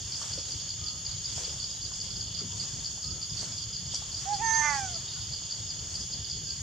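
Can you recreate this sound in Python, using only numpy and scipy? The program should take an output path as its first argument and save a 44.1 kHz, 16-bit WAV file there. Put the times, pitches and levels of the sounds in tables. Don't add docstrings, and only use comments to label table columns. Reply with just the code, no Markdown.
import sys
import numpy as np
from scipy import signal
from scipy.fft import rfft, irfft
from scipy.io import wavfile
from scipy.ndimage import uniform_filter1d

SR = 44100
rng = np.random.default_rng(int(sys.argv[2]) if len(sys.argv) > 2 else 0)


def wav_out(sig):
    wavfile.write(sys.argv[1], SR, np.round(np.clip(np.atleast_2d(sig).T, -1, 1) * 32767).astype(np.int16))


def level_to_linear(level):
    exponent = np.asarray(level, float) / 20
    return 10 ** exponent


N = 291920

# [f/Hz, left-right likeness]
EAR_LIKENESS = [(60, .99), (130, .95), (290, .8), (640, .64), (1900, .5), (3300, .86), (4600, .55),
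                (6800, .22), (9000, .05), (10400, .42), (12500, 0)]
# [f/Hz, left-right level/dB]
EAR_BALANCE = [(60, 0.5), (180, 3), (550, -0.5), (2300, -1), (3100, 3), (4300, -2), (6200, 0.5), (15000, 0)]
# [f/Hz, left lead/rad]
EAR_LEAD = [(300, 0), (1200, -.1), (3300, .2), (4200, -.2), (5700, 0), (7000, -1), (8400, -.6), (9600, -3),
            (12000, -3.3)]

# [f/Hz, density/dB]
AIR_SPECTRUM = [(12, -41), (20, -19.5), (68, 4), (113, 3), (153, -2.5), (215, -15.5), (300, -15.5),
                (817, -22), (2560, -26), (4000, -41), (8000, -30.5), (10800, -29), (11800, -40.5),
                (15700, -54)]

# [f/Hz, density/dB]
HIGH_CICADA_SPECTRUM = [(4400, -85), (5000, -2), (5400, -8.5), (5800, -12), (6150, -10.5), (6540, 1),
                        (6850, 2.5), (7150, -4.5), (7500, -15.5), (7900, -34), (8800, -25.5),
                        (10000, -40.5)]
LOW_CICADA_SPECTRUM = [(2000, -24), (2650, -15.5), (2800, -5.5), (3050, -2), (3400, 2.5), (3600, 0.5),
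                       (3700, -4.5), (3780, -17), (4000, -6), (4600, -55)]
# [t/s, level/dB]
HIGH_CICADA_SWELL = [(0, -41), (1.5, -40.5), (2.3, -42), (2.8, -40.5), (3.9, -42.5), (4.64, -39.5),
                     (5.0, -41), (6.62, -41)]
LOW_CICADA_SWELL = [(0.0, -51.5), (0.09, -50.5), (0.73, -50.5), (0.92, -49.5), (0.94, -53), (1.38, -48.5),
                    (1.91, -52.5), (2.04, -50), (2.55, -50), (3.09, -53.5), (3.44, -50.5), (3.88, -52),
                    (3.93, -46.5), (4.17, -53.5), (4.83, -49), (5.97, -52.5), (6.23, -49.5), (6.6, -52.5)]

# [t/s, length/s, first f/Hz, last f/Hz, level/dB]
BIRD_NOTES = [
    (0.754, 0.28, 1225, 1263, -58),
    (0.83, 0.13, 1395, 1380, -63),
    (1.085, 0.092, 1292, 1264, -64),
    (2.466, 0.12, 960, 967, -60),
    (2.998, 0.18, 1200, 1345, -60.5),
    (3.134, 0.118, 1345, 1273, -63),
    (5.14, 0.075, 1460, 1462, -58),
    (6.42, 0.16, 1634, 1577, -65),
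]
# [t/s, peak/dB, f/Hz]
CRICKET_NOTES = [(0.4145, -52, 3770), (0.4594, -46, 3900), (0.5794, -54, 3940), (1.068, -48, 3790),
                 (1.147, -47, 3920), (1.255, -50, 3860), (1.6731, -48, 3800), (1.738, -46, 3920),
                 (1.8432, -50, 3900), (3.9045, -57, 3900), (4.5002, -49, 3905), (5.062, -43, 3730),
                 (5.1986, -50, 3760), (5.6087, -47, 3740)]

# [f/Hz, density/dB]
LEAF_SPECTRUM = [(200, 5), (400, -3.5), (1000, 4), (2500, -1), (4000, 6.5), (7000, -35), (10000, -54)]
DRY_LEAF_SPECTRUM = [(2500, -15.5), (4000, -16), (5600, 4), (7500, -1.5), (9000, -13.5), (11000, -25),
                     (15000, -37)]
# [peak t/s, level/dB, dying time/s, fizz over hiss/dB]
LEAF_STIRS = [(.24, -57.5, 0.53, 5), (1.09, -59.5, 0.1, 0), (1.39, -57, 0.32, 5), (1.96, -69.5, 0.57, 11),
              (2.41, -61, 0.056, -2), (2.66, -62, 0.68, 4.5), (3.43, -57.5, 0.23, 4.5),
              (3.96, -64, 0.08, 12.5), (4.25, -59.5, 0.98, 2.5), (4.76, -60.5, 0.26, 7),
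              (5.16, -62.5, 1, -2), (5.7, -65, 1, 1.5), (5.95, -61, 0.2, 4.5), (6.28, -61, 0.034, -9),
              (6.6, -68.5, 0.46, 6.5)]
# [t/s, peak/dB, f/Hz, left-right level/dB, t60/s]
TWIG_KNOCKS = [(.213, -37, 1240, 3, 0.14), (.226, -43, 640, 2, 0.04), (.374, -31.5, 438, 3, 0.099),
               (1.377, -29, 680, 1, 0.038), (1.39, -40, 500, 2, 0.36), (1.475, -41.5, 436, 3, 0.22),
               (1.914, -38.5, 830, 1, 0.045), (2.41, -34, 290, 3, 0.18), (2.432, -27, 176, 2, 0.15),
               (2.65, -41, 860, 0, 0.038), (2.975, -39, 716, 2, 0.043), (3.427, -33, 590, 1, 0.048),
               (3.936, -34.5, 820, 2, 0.047), (3.954, -40, 6160, 0, 0.25), (4.017, -34.5, 900, 3, 0.045)]
# [t/s, peak/dB, f/Hz, t60/s]
TWIG_SNAPS = [
    (3.9459, -22, 6900, .005),
    (3.9462, -28, 5400, .006),
    (3.9533, -23.5, 5850, .012),
]

# [t/s, level/dB]
CHORUS_SWELL = [(0, -41), (1.0, -43), (2.7, -42.5), (3.3, -43), (4.2, -43), (4.6, -42), (6.62, -42)]
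# [closing stroke
# t/s, closing peak/dB, opening peak/dB]
NEAR_CHIRPS = [(.1332, -31, -27), (.3326, -26.5, -31), (.5197, -27.5, -33), (.7036, -28.5, -30),
               (.882, -26, -30), (1.064, -26.5, -30), (1.2567, -27, -28), (1.446, -26, -33),
               (1.641, -27, -27), (1.8272, -29.5, -33), (2.0135, -27, -30), (2.209, -27, -32),
               (2.3897, -25.5, -29), (2.61, -28.5, -30),
               (2.858, -25.5, -28), (3.042, -27, -31), (3.227, -27, -32), (3.4054, -28, -28),
                    (3.58, -27.5, -33), (3.761, -28, -31), (3.957, -26, -26.5), (4.145, -27, -39),
                    (4.344, -26, -28.5), (4.547, -27, -29), (4.7432, -28.5, -30), (4.956, -28, -28),
                    (5.148, -35, -31), (5.336, -28.5, -28.5), (5.5218, -26.5, -30), (5.703, -28, -32),
                    (5.954, -27, -31), (6.135, -26.5, -29.5), (6.312, -28, -28.5), (6.5025, -26.5, -29)]
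# [first stroke t/s, peak/dB]
RIGHT_CHIRPS = [(.5985, -37.5), (.864, -34), (1.1139, -34), (1.3179, -36), (1.3618, -37), (1.6008, -32),
                (1.8522, -33.5), (2.0642, -39), (2.1051, -35), (2.3471, -32), (2.5985, -32), (3.1068, -31),
                (3.3328, -38), (3.3707, -32.5), (3.6196, -33.5), (3.7957, -39), (3.8631, -40), (3.913, -37),
                (4.116, -39), (4.1848, -34), (4.366, -44), (4.4617, -35), (4.6992, -35), (4.9316, -40),
                (5.2155, -37), (5.3597, -38), (5.4345, -41), (5.6679, -39), (6.2456, -34), (6.3495, -40),
                (6.4696, -36)]
# [first stroke t/s, peak/dB]
SMALL_CHIRPS = [(.157, -31), (.385, -31.5), (.611, -33.5), (.8395, -33), (1.494, -33), (1.7055, -32.5),
                (1.9355, -32), (2.161, -32), (2.6374, -32.5), (3.0684, -31.5), (3.2964, -32.5),
                (3.5203, -32), (3.7299, -32), (4.1684, -32), (6.0082, -31)]

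# [t/s, f/Hz, effort/dB, mouth opening as 2nd partial/dB]
CALL_OPENING = [
    (4.252, 736, -48, -22),
    (4.284, 792, -34, -24),
    (4.3, 822, -32.5, -32),
    (4.334, 838, -28.5, -24),
    (4.359, 795, -36, -31),
    (4.373, 756, -51, -21),
]
CALL_CRY = [
    (4.386, 756, -50, -25),
    (4.404, 818, -34.5, -28),
    (4.425, 915, -32.5, -10),
    (4.443, 908.6, -32, -4),
    (4.512, 893.7, -32, 0.5),
    (4.546, 901.6, -32.5, 2),
    (4.591, 902, -32, 1),
    (4.62, 890, -31.5, 0.5),
]
CALL_FALL = [
    (4.649, 894, -33.5, -0.5),
    (4.69, 880, -33, -6),
    (4.748, 842, -34, -5.5),
    (4.854, 760, -39.5, -7.5),
    (4.876, 735, -54, 6),
    (4.898, 723, -47.5, -10),
    (4.925, 706, -54.5, -19),
    (4.965, 663, -49, -5),
    (4.985, 625, -69, -4),
]
# [t/s, level/dB]
FLUTTER_LEVEL = [(4.37, -67), (4.44, -58), (4.48, -52), (4.55, -49.5), (4.607, -52), (4.625, -37.5),
                 (4.66, -35.5), (4.72, -38.5), (4.775, -46.5), (4.815, -66), (4.84, -82)]
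# [partial, side, level/dB]
FLUTTER_LINES = [(1, -1, -17), (1, 1, -1), (2, -1, -5), (2, 1, 3), (3, -1, -10), (3, 1, -30)]
# [f/Hz, level/dB]
THROAT_RING = [(5000, -37), (5500, -16.5), (5900, 1.5), (6300, 1.5), (6650, 1), (7200, -36), (8100, -22.5),
               (8700, -24), (9200, -45), (10000, -41)]
# [f/Hz, left-right level/dB]
CALL_BALANCE = [(60, 5), (180, 9), (550, -10.5), (1650, -11.5), (4970, -6), (15000, -38)]

OPENING_S, CLOSING_S = 0.00723, 0.0108
LOCK_S, BREAK_S, DRAIN_S = 4.607, 4.66, 0.069


def evened(x):
    return x / np.sqrt(np.mean(x ** 2) + 1e-20)


def smooth(x, *sizes):
    for size in sizes:
        x = uniform_filter1d(x, size=size, axis=0)
    return x


def read(points, hz):
    f, value = np.transpose(points)
    return np.interp(np.log(hz + 1), np.log(f + 1), value)


def curve(rows):
    return np.interp(np.arange(N) / SR, *np.transpose(rows))


def add(mix, s, sound, pan_db):
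    part = mix[:, round(s * SR):][:, :len(sound)]
    part += level_to_linear([[pan_db / 2], [-pan_db / 2]]) * sound[:part.shape[1]]


def wash(spectrum, patchy_db, flicker_db, band_hz):
    frames, hz = N // 256 + 5, np.fft.rfftfreq(1024, 1 / SR)
    a, b, c, d, patches = rng.standard_normal((frames, 513, 5)).T
    patches = evened(uniform_filter1d(smooth(patches, 12), size=12, axis=1))
    flicker = evened(smooth(rng.standard_normal(frames), 3))
    same = np.clip(read(EAR_LIKENESS, hz), -1, 1)[:, None]
    common = a + 1j * b
    left = common * (level_to_linear(read(EAR_BALANCE, hz)) * np.exp(1j * read(EAR_LEAD, hz)))[:, None]
    right = same * common + np.sqrt(1 - same ** 2) * (c + 1j * d)
    gain = level_to_linear(read(spectrum, hz))
    inside = (hz > band_hz[0]) & (hz < band_hz[1])
    share = np.sqrt((gain[inside] ** 2).sum() / (gain ** 2).sum())
    z = np.array([left, right]) * gain[:, None] * level_to_linear(patchy_db * patches + flicker_db * flicker)
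    return evened(signal.istft(z, nperseg=1024, noverlap=768)[1][:, :N]) / share


def forest(x, t60, gap_s):
    t = np.arange(SR // 2) / SR
    tail = rng.standard_normal((2, len(t))) * level_to_linear(-60 * t / t60) * (t > gap_s)
    return signal.oaconvolve(x, tail / np.linalg.norm(tail[0]), axes=1)[:, :N]


def air():
    return level_to_linear(-45) * wash(AIR_SPECTRUM, 2.02, 0.78, (20, 400))


def cicadas():
    high = level_to_linear(curve(HIGH_CICADA_SWELL) - 0.15) * wash(HIGH_CICADA_SPECTRUM, 0.4, 0.24, (6450, 7300))
    low = level_to_linear(curve(LOW_CICADA_SWELL) - 0.5) * wash(LOW_CICADA_SPECTRUM, 0.41, 0.87, (3150, 3680))
    return high + low


def birds_and_cricket():
    out = np.zeros((2, N))
    pan_db = -1.5
    for s, length_s, first_hz, last_hz, db in BIRD_NOTES:
        hz = np.linspace(first_hz, last_hz, round(length_s * SR))
        note = np.sin(2 * np.pi * np.cumsum(hz) / SR) * signal.windows.hann(len(hz)) ** .9
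        add(out, s, np.sqrt(2) * level_to_linear(db) * note, pan_db)
    t = np.arange(0, .055, 1 / SR)
    for s, db, hz in CRICKET_NOTES:
        add(out, s, level_to_linear(db - 2) * np.sin(2 * np.pi * hz * t) * signal.windows.hann(len(t)), pan_db)
    return out + level_to_linear(-4) * forest(out, 0.12, 0.021)


def stirring():
    fall_db, rise_share = 14, 0.6
    s, db, dying_s, fizz_db = np.transpose(LEAF_STIRS)[:, :, None]
    late = (np.arange(0, N, 64) / SR - s) / dying_s
    hiss_db = db - fall_db * np.maximum(late, -late / rise_share)
    return [np.repeat(np.linalg.norm(level_to_linear(v), axis=0), 64)[:N] for v in (hiss_db, hiss_db + fizz_db)]


def leaves():
    hiss, fizz = stirring()
    out = hiss * wash(LEAF_SPECTRUM, 1.8, 1.5, (1500, 2500))
    return out + fizz * wash(DRY_LEAF_SPECTRUM, 2.2, 1.4, (7800, 10000))


def twigs():
    out = np.zeros((2, N))
    t = np.arange(SR // 4) / SR
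    for s, db, hz, pan_db, t60 in TWIG_KNOCKS:
        band = signal.butter(3, [.6 * hz, 1.5 * hz], "band", fs=SR, output="sos")
        body = signal.sosfilt(band, rng.standard_normal(len(t)))
        mode = np.sin(2 * np.pi * hz * t)
        attack = 1 - np.exp(-t * hz / 0.8)
        knock = level_to_linear(db - 12.0 - 60 * t / t60) * (1.75 * evened(body) + mode) * attack
        muffle = signal.butter(6, 1.4 * hz, fs=SR, output="sos")
        add(out, s, signal.sosfilt(muffle, knock), pan_db)
    for s, db, hz, t60 in TWIG_SNAPS:
        attack = 1 - np.exp(-(t * hz / 1.5) ** 2)
        add(out, s, level_to_linear(db + 6 - 60 * t / t60) * np.sin(2 * np.pi * hz * t) * attack, -1)
    return out


def stroke(length_s, tune=1.0, beat=0.0, place=0.5, lean_db=0.0):
    first_hz, last_hz = 5100, 4311
    u = np.arange(0, 1, 1 / (SR * length_s))
    hz = tune * (first_hz + (last_hz - first_hz) * u ** 0.77)
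    lobes = (1 - beat * np.exp(-((u - place) / 0.062) ** 2)) * level_to_linear(lean_db * (.5 - u))
    return np.sin(2 * np.pi * np.cumsum(hz) / SR) * np.sin(np.pi * u ** .72) ** .9 * lobes


def far_chorus():
    strokes_per_s, voices = 970, 6
    far = np.zeros((2, N))
    for tune in np.linspace(.94, 1.03, num=voices):
        hits = rng.random(N) < strokes_per_s / voices / SR
        train = level_to_linear(9.1 * np.minimum(rng.exponential(1, N), 2)) * hits
        add(far, 0, signal.oaconvolve(train, stroke(.009, tune))[:N], rng.uniform(-7, 3))
    far = evened(evened(far) + 0.5 * evened(forest(far, 0.12, 0.0028)))
    return level_to_linear(curve(CHORUS_SWELL) - 2.5) * far


def near_strokes():
    near_gap_s, neighbour_gap_s, second_db = 0.0124, 0.0063, -3
    pairs = NEAR_CHIRPS
    rows = [(s, db, 0, CLOSING_S, 1) for s, db, _ in pairs]
    rows += [(s - near_gap_s, db, 0, OPENING_S, 1) for s, _, db in pairs]
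    for chirps, pan_db, tune in ((RIGHT_CHIRPS, -13.5, 1), (SMALL_CHIRPS, -4, 1.04)):
        rows += [(s, db, pan_db, OPENING_S, tune) for s, db in chirps]
        rows += [(s + neighbour_gap_s, db + second_db, pan_db, CLOSING_S, tune) for s, db in chirps]
    return rows


def insects():
    rows = near_strokes()
    paths = np.zeros((4, 2, N))
    for (s, db, pan_db, length_s, size), draws in zip(rows, rng.random((len(rows), 5))):
        tune, beat, place, lean, path = draws
        lean_db = 10.0 * (lean - .4) + 2.0 * (length_s == OPENING_S)
        tone = stroke(length_s, size + 0.031 * (tune - .5), 0.32 + 1.3 * beat, 0.27 + 0.32 * place, lean_db)
        add(paths[int(4 * path)], s - .0012, level_to_linear(db + 0.5) * tone, pan_db)
    both = sum(part + level_to_linear(-2.5) * forest(part, 0.18, 0.0088) for part in paths) + far_chorus()
    return signal.sosfilt(signal.butter(6, 4150, "high", fs=SR, output="sos"), both)


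def clear_partials(t, hz, first_db, mouth_db, turn, locked, wobble, slip, waver_db):
    shake_db = 1.3
    second_db = first_db + mouth_db
    throat_db = -16.5 - 15 * abs(3 * hz - 2300) / 1000
    muffled_db = -16 * (t < CALL_CRY[0][0])
    third_db = -38.5 + 0.72 * (first_db + 41) + throat_db + muffled_db
    drained_db = -13 * np.clip((t - LOCK_S) / DRAIN_S / 2, 0, 1) ** .5
    seventh_db = second_db + 1 + 0.12 * np.minimum(mouth_db, 0) + drained_db
    first_db = first_db + shake_db * locked * evened(wobble)
    voice = level_to_linear(first_db) * np.sin(turn) - level_to_linear(second_db) * np.sin(2 * turn)
    voice += level_to_linear(third_db + .5 * waver_db) * np.sin(3 * turn)
    voice += level_to_linear(first_db - 29) * np.sin(4 * turn)
    return voice + level_to_linear(seventh_db + shake_db * evened(slip)) * np.sin(7 * turn)


def flutter_lines(turn, flutter, split_db, uneven_db):
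    lines = 0
    for (k, side, db), waver_db in zip(FLUTTER_LINES, uneven_db):
        lines = lines + level_to_linear(split_db + db + waver_db) * np.sin(k * turn + side * flutter + k)
    band = signal.butter(2, (1250, 2350), "band", fs=SR, output="sos")
    breath = signal.sosfilt(band, rng.standard_normal(len(turn)))
    return lines + level_to_linear(split_db - 19) * evened(breath) * (1 + np.cos(flutter))


def bright_ring(t, hz, second_db, turn, flutter, share, split_db, slip, uneven_db):
    blur_rad, burst_db = 1.3, 2
    broken = (t - BREAK_S) / DRAIN_S
    blur = blur_rad * np.clip(broken, 0, 1) * evened(smooth(slip - smooth(slip, 200), 20, 20))
    burst = burst_db * np.clip(broken / 2, 0, 1)
    ring = np.zeros(len(t))
    for k in range(6, 11):
        if k != 7:
            db = second_db - 1.5 + read(THROAT_RING, k * hz) + uneven_db[k]
            ring += level_to_linear(db) * np.sin(k * turn + blur)
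        for side in (-1, 1):
            db = split_db - 6.0 + 2.2 * side + burst + read(THROAT_RING, (k + side * share) * hz)
            db = db + 1.4 * uneven_db[k + 5 * side]
            ring += level_to_linear(db) * np.sin(k * turn + side * flutter + blur)
    return ring


def call_voice():
    s, *columns = np.transpose(CALL_OPENING + CALL_CRY + CALL_FALL)
    t = np.arange(s[0], s[-1], 1 / SR)
    hz, first_db, mouth_db = (smooth(np.interp(t, s, c), 200) for c in columns)
    split_db = np.interp(t, *np.transpose(FLUTTER_LEVEL))
    free_share, slide_s = 0.47, .16
    share = 1 / 3 + (free_share - 1 / 3) * np.clip((LOCK_S - t) / slide_s, 0, 1)
    rough = np.where(t < LOCK_S, .3, .08)
    locked = np.clip((t - LOCK_S) / DRAIN_S, 0, 1)
    wobble, slip = smooth(rng.standard_normal((len(t), 2)), 300, 300).T
    jitter = (.0008 + .003 * locked) * evened(wobble)
    turn = 2 * np.pi * np.cumsum(hz * (1 + jitter)) / SR
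    flutter = np.cumsum(share * np.gradient(turn)) + 2.2 * rough * evened(slip)
    uneven_db = 2 * evened(smooth(rng.standard_normal((len(t), 16)), 500, 300)).T
    uneven_db += 1.4 * locked * evened(smooth(rng.standard_normal((len(t), 16)), 150, 150)).T
    voice = clear_partials(t, hz, first_db, mouth_db, turn, locked, wobble, slip, uneven_db[15])
    voice += flutter_lines(turn, flutter, split_db, uneven_db)
    second_db = first_db + mouth_db
    voice += bright_ring(t, hz, second_db, turn, flutter, share, split_db, slip, uneven_db)
    return s[0], voice * signal.windows.tukey(len(t), .02)


def monkey():
    start_s, voice = call_voice()
    dry = np.zeros(N)
    dry[round(start_s * SR):][:len(voice)] = np.sqrt(2) * voice
    pan = level_to_linear(read(CALL_BALANCE, np.fft.rfftfreq(N, 1 / SR)))
    pair = irfft(rfft(dry) * 2 * np.array([pan, np.ones_like(pan)]) / (1 + pan), N)
    return pair + level_to_linear(-20) * forest(pair, .5, .01)


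def scene():
    return air() + cicadas() + birds_and_cricket() + leaves() + twigs() + insects() + monkey()


def low_pass(x):
    return signal.sosfilt(signal.butter(12, 16290, fs=SR, output="sos"), x)


def record(dry):
    cut = signal.sosfilt(signal.butter(4, 44, "high", fs=SR, output="sos"), dry)
    cut = irfft(rfft(cut) * (np.fft.rfftfreq(N, 1 / SR) < 15730), N)
    return low_pass(cut)


dry = scene()
out = record(dry)
wav_out(out)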